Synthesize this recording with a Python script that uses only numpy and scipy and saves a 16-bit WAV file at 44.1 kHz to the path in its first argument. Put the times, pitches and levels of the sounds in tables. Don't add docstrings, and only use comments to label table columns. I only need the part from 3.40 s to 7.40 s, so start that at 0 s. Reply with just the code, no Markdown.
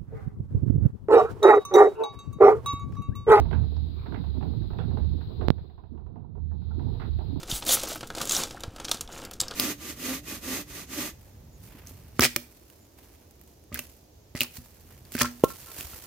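import sys
import numpy as np
from scipy import signal
from scipy.fft import rfft, irfft
from scipy.io import wavfile
from scipy.ndimage import uniform_filter1d

SR = 44100
rng = np.random.default_rng(int(sys.argv[2]) if len(sys.argv) > 2 else 0)


def generate_wav(signal):
    frames = np.transpose(np.atleast_2d(signal))
    scaled = np.clip(frames, -1, 1) * 32767
    pcm = np.round(scaled).astype(np.int16)
    wavfile.write(sys.argv[1], SR, pcm)


N = 176400

# time_s, level_db
BOOM_RIDE = [(0,-24.5),(.1,-33),(.25,-33.5),(.44,-31),(.65,-41.5),(.76,-42),(.97,-31),(1.1,-43),(1.5,-40),(1.75,-30.5),(1.88,-49.5),(2.05,-30),(2.35,-55.5),(2.6,-43.5),(2.95,-54.5),(3.02,-33),(3.15,-37.5),(3.37,-33.5),(3.6,-40),(3.76,-29.5),(3.9,-37),(4,-42.5)]
DEEP_RIDE = [(0,-32),(.2,-38.5),(.35,-43),(.55,-42),(.68,-54.5),(.85,-44.5),(.98,-45.5),(1.1,-31),(1.3,-40.5),(1.5,-39.5),(1.65,-32.5),(1.8,-39),(1.92,-43.5),(2.1,-41),(2.3,-55),(2.5,-50),(2.8,-45.5),(2.95,-44.5),(3.2,-47.5),(3.5,-36),(3.62,-38),(4,-39.5)]
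UPPER_RIDE = [(0,-38),(.1,-32),(.19,-26.5),(.3,-37.5),(.45,-36),(.6,-45.5),(.8,-33),(.92,-41.5),(1.1,-30.5),(1.33,-38.5),(1.45,-29),(1.62,-32.5),(1.78,-36.5),(1.86,-43),(2.05,-36.5),(2.36,-57),(2.55,-50),(2.95,-43),(3.2,-38.5),(3.3,-40.5),(3.44,-31.5),(3.6,-37.5),(3.85,-39.5),(4,-33)]
RUB_RIDE = [(0,-41),(.3,-54.5),(.6,-46),(1.1,-49.5),(1.55,-43),(1.9,-49.5),(2.05,-38.5),(2.3,-58.5),(2.55,-54.5),(2.85,-54),(3.25,-60.5),(3.43,-47.5),(3.7,-48.5),(4,-53.5)]
# frequency_hz, gain_db
DEEP_EQ = [(12,-20.5),(21,-21.5),(29,-6.5),(40,-3),(51,13),(62,3),(95,3.5),(125,-20.5),(500,-74),(3000,-130)]
UPPER_EQ = [(55,-21.5),(86,0),(104,2),(125,-6.5),(155,-2.5),(205,-12.5),(300,-21),(500,-38.5),(3000,-95.5)]
RUB_EQ = [(150,7),(280,0),(400,3),(560,-11),(760,-12),(1150,-19),(1700,-35.5),(2600,-46),(5000,-58.5),(8000,-74.5)]
# start_s, level_db
THUDS = [(.143,-21),(1.601,-22)]
def frame(boom_hz=75.33, wander_hz=2.356, flutter_db=1.5):
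    phase = 2 * np.pi * np.cumsum(boom_hz + wander_hz * walk(14)) / SR
    boom = unit(np.sin(phase) * undb(flutter_db * walk(25.23))) * ride(BOOM_RIDE)
    rumble = noise(DEEP_EQ) * ride(DEEP_RIDE) + noise(UPPER_EQ) * ride(UPPER_RIDE)
    rub = noise(RUB_EQ) * ride(RUB_RIDE) * undb(4.9 * walk(35.41))
    thuds = sum(undb(db) * thump(start, hz=75.3, rise_s=0.028) for start, db in THUDS)
    return boom + rumble + rub + thuds


# start_s, wood_db, crack_db
KNOCKS = [(.002,-48.5,-47),(0.052,-41,-52.5),(0.109,-33,-41.5),(0.127,-34.5,-38),(0.364,-50.5,-59),(0.659,-42.5,-46),(.721,-36,-46.5),(0.742,-40,-40),(0.837,-46.5,-52),(.938,-50.5,-66),(1.008,-39.5,-53),(1.025,-38,-49.5),(1.216,-53,-57),(1.303,-44,-54),(1.33,-43.5,-52),(1.385,-35,-38),(1.506,-44.5,-54),(1.569,-38.5,-47.5),(1.624,-63,-61),(1.809,-47.5,-52),(2.011,-37,-43.5),(2.181,-53.5,-57.5),(2.296,-57.5,-64),(2.378,-52.5,-63),(2.435,-51,-65.5),(2.574,-48.5,-63.5),(2.663,-51.5,-67),(2.755,-46.5,-65.5),(2.84,-53,-78.5),(2.95,-49,-70),(3.113,-47.5,-73.5),(3.217,-57,-63.5),(3.305,-49.5,-72.5),(3.393,-42,-53.5),(3.464,-45.5,-81),(3.55,-52,-59.5),(3.597,-49,-41),(3.616,-40.5,-43.5),(3.786,-43.5,-52.5),(3.804,-45,-71.5),(3.909,-52,-66.5),(3.954,-42.5,-74)]
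# pitch_hz, width_hz, gain_db
WOOD_MODES = [(337,270,4),(460,170,6.5),(528,170,2),(734,188,1.5),(964,150,-0.5),(1394,104,-17.5)]
CRACK_MODES = [(1034,1270,0.5),(1556,800,1.5),(2098,650,-4),(2690,590,-8),(3780,810,-12)]
def cogs(attack_s=.002, contact_s=0.0022, echo_s=0.018, tail_t60_s=0.58, tail_db=-21):
    out = np.zeros(N)
    t = since(0)
    tail = undb(tail_db) ** 2 * np.exp(-2 * np.log(1000) * t / tail_t60_s)
    layers = [(WOOD_MODES, 0.01, -10), (CRACK_MODES, 0.0066, -14)]
    for layer, (modes, decay_s, echo_db) in enumerate(layers):
        slapback = (undb(echo_db) * t / echo_s * np.exp(1 - t / echo_s)) ** 2
        knock_power = np.minimum(t / attack_s, 1) * (np.exp(-2 * t / decay_s) + tail) + slapback
        power = np.zeros(N)
        for start, *levels_db in KNOCKS:
            first = int(start * SR)
            power[first:] += undb(levels_db[layer]) ** 2 * knock_power[:N - first]
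        chatter = unit(rng.standard_normal(N) * undb(1.24 * walk(1 / contact_s)))
        out += resonant_body(chatter * np.sqrt(power), modes) / np.std(resonant_body(chatter, modes))
    return out


# start_s, pitch_hz, level_db
RING_OUTS = [(0.127,1540,-45),(.743,2056,-49),(1.009,957,-49.5),(1.302,1330,-55),(1.39,3417,-52),(1.391,464,-39),(1.573,450,-35.5),(2.012,1060,-51.5),(2.377,1000,-55),(2.76,734,-53),(3.109,1710,-69),(3.218,2280,-84.5),(3.302,1360,-55.5),(3.47,812,-49.5),(3.617,1960,-51.5)]
def ring_outs(width_hz=94, attack_s=.002, decay_s=0.021):
    out = np.zeros(N)
    for start, hz, db in RING_OUTS:
        t = since(start)
        tone = unit(resonate(rng.standard_normal(N), hz, width_hz, 2 * width_hz))
        out += undb(db) * tone * np.minimum(t / attack_s, 1) * np.exp(-t / decay_s)
    return out


# start_s, length_s, pitch_hz, level_db
GROANS = [(0.364,0.22,267,-47.5),(0.663,0.18,253,-42.5),(0.927,.21,251.6,-38),(1.166,.12,304,-44),(1.394,.26,224,-38),(1.705,.13,269,-43.5),(2.507,.07,240,-43),(2.697,0.14,240,-51.5),(3.344,0.15,246.4,-41),(3.352,0.22,379,-48.5),(3.606,0.13,222,-50.5),(3.884,0.23,258.3,-39.5)]
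def timbers(slip_hz=41.92, width_hz=61.4):
    out = np.zeros(N)
    for start, length, hz, db in GROANS:
        slip_phase = np.cumsum(slip_hz * (1 + .25 * walk(30))) / SR % 1
        friction = np.exp(-slip_phase / 0.28) * rng.standard_normal(N)
        swell = np.sqrt(np.abs(np.sin(np.pi * np.minimum(since(start) / length, 1))))
        out += undb(db) * swell * unit(resonate(friction, hz, width_hz, 2 * width_hz))
    return muffle(out, hz=1200)


def bearing(peak_s=0.625, spread_s=0.069, width_hz=420):
    rasp = sum(undb(db) * unit(resonate(rng.standard_normal(N), hz, width_hz, width_hz))
               for hz, db in [(1100, -59.5), (2300, -69)])
    swell = np.exp(-((since(0) - peak_s) / spread_s) ** 2)
    return rasp * undb(2 * walk(90)) * swell


def wood_tick(start_s=.365, decay_s=.006, pitch_hz=4400, width_hz=1500, level_db=-54):
    t = since(start_s)
    snap = unit(resonate(rng.standard_normal(N), pitch_hz, width_hz, width_hz))
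    return undb(level_db) * snap * (t > 0) * np.exp(-t / decay_s)


# start_s, drive_db, decay_s
POPS = [(2.0843,0,0.00095),(2.104,2.5,0.0024)]
# frequency_hz, gain_db
POP_EQ = [(20,6.5),(1200,2.5),(2600,0),(4200,9.5),(5500,-1),(8500,-16.5),(11000,-3),(15000,14)]
def mic_pops(swing_hz=119.5, edge_s=0.00011):
    out = np.zeros(N)
    for start, drive_db, decay_s in POPS:
        t = since(start)
        envelope = (1 - np.exp(-t / edge_s)) * np.exp(-t / decay_s)
        out += undb(drive_db) * envelope * np.cos(2 * np.pi * swing_hz * t)
    return equalise(np.tanh(out), POP_EQ) * undb(-2)


# start_s, level_db
BUMPS = [(.008,-21.5),(0.202,-28),(0.476,-28),(0.604,-27),(1.873,-23.5),(1.986,-24.5),(2.22,-28.5)]
def mic_bumps():
    return sum(undb(db) * thump(start, hz=85, rise_s=0.0044) for start, db in BUMPS)


# frequency_hz, gain_db
FLUTTER_EQ = [(12,-5),(30,17),(50,1),(105,5.5),(150,-11.5),(220,-36),(400,-37),(900,-49),(4000,-100)]
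LEFT_HISS_EQ = [(150,-15),(300,-16),(600,-8.5),(1200,-12.5),(2400,-16.5),(3200,-9.5),(3950,4),(4500,-6.5),(5000,-13),(5400,-38.5),(8000,-42),(10000,-40),(12000,-28.5),(15500,-22)]
RIGHT_HISS_EQ = [(150,0),(1500,-5),(2900,-6),(4000,1.5),(5000,-7.5),(5800,-21),(8000,-30.5),(10000,-27.5),(12000,-13),(15500,-10)]
# time_s, gain_db
NOISE_RIDE = [(2.08,-10.5),(2.12,-19.5),(2.19,-17.5),(2.6,-34),(2.92,-38.5),(3.25,-19.5),(3.55,-10.5)]
def mic_noise():
    flutter = undb(-33.5) * noise(FLUTTER_EQ) * undb(3.5 * walk(15))
    left_hiss = undb(-46) * noise(LEFT_HISS_EQ)
    right_hiss = undb(-56) * noise(RIGHT_HISS_EQ)
    return ride(NOISE_RIDE) * np.array([flutter + left_hiss, right_hiss])


def reflections(x, decay_s=0.016):
    scatter = rng.standard_normal(N) * np.exp(-since(0) / decay_s)
    return unit(signal.fftconvolve(x, scatter)[:N]) * np.std(x)


def thump(start, hz, rise_s):
    t = since(start)
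    return t / rise_s * np.exp(1 - t / rise_s) * np.sin(2 * np.pi * hz * t)


def resonate(x, hz, *widths_hz):
    for width_hz in widths_hz:
        x = signal.lfilter(*signal.iirpeak(hz, hz / width_hz, SR), x)
    return x


def resonant_body(x, modes):
    return sum((-1) ** k * undb(db) * resonate(x, hz, width, hz)
               for k, (hz, width, db) in enumerate(modes))


def muffle(x, hz):
    return signal.sosfilt(signal.butter(6, hz, fs=SR, output="sos"), x)


def equalise(x, eq):
    hz, db = np.array(eq).T
    bins_hz = np.arange(N // 2 + 1) * SR / N
    gain = undb(np.interp(np.log(bins_hz + 1), np.log(hz), db))
    cepstrum = irfft(np.log(gain), N)
    cepstrum[1:N // 2] *= 2
    cepstrum[N // 2 + 1:] = 0
    return irfft(rfft(x) * np.exp(rfft(cepstrum)), N)


def noise(eq):
    return unit(equalise(rng.standard_normal(N), eq))


def walk(rate_hz):
    hold = int(SR / rate_hz)
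    steps = np.repeat(rng.standard_normal(N // hold + 1), hold)
    return unit(uniform_filter1d(steps, hold)[:N])


def ride(points):
    return undb(np.interp(since(0), *np.array(points).T))


def since(start):
    return np.maximum(np.arange(N) / SR - start, 0)


def undb(db):
    return 10 ** (np.asarray(db) / 20)


def unit(x):
    return x / np.sqrt(np.mean(x ** 2) + 1e-20)


def scene():
    left_gain = undb(-21)
    mill = frame() + timbers() + cogs() + ring_outs() + bearing() + wood_tick()
    mill = muffle(mill, hz=5200) * 2 / (1 + left_gain)
    left_bed, right_bed = mic_noise()
    left = left_gain * reflections(mill) + mic_bumps() + left_bed
    right = mill + mic_pops() + right_bed
    return np.array([left, right])


def record(dry):
    return signal.sosfilt(signal.ellip(8, .2, 70, 15900, fs=SR, output="sos"), dry)


dry = scene()
out = record(dry)
generate_wav(out)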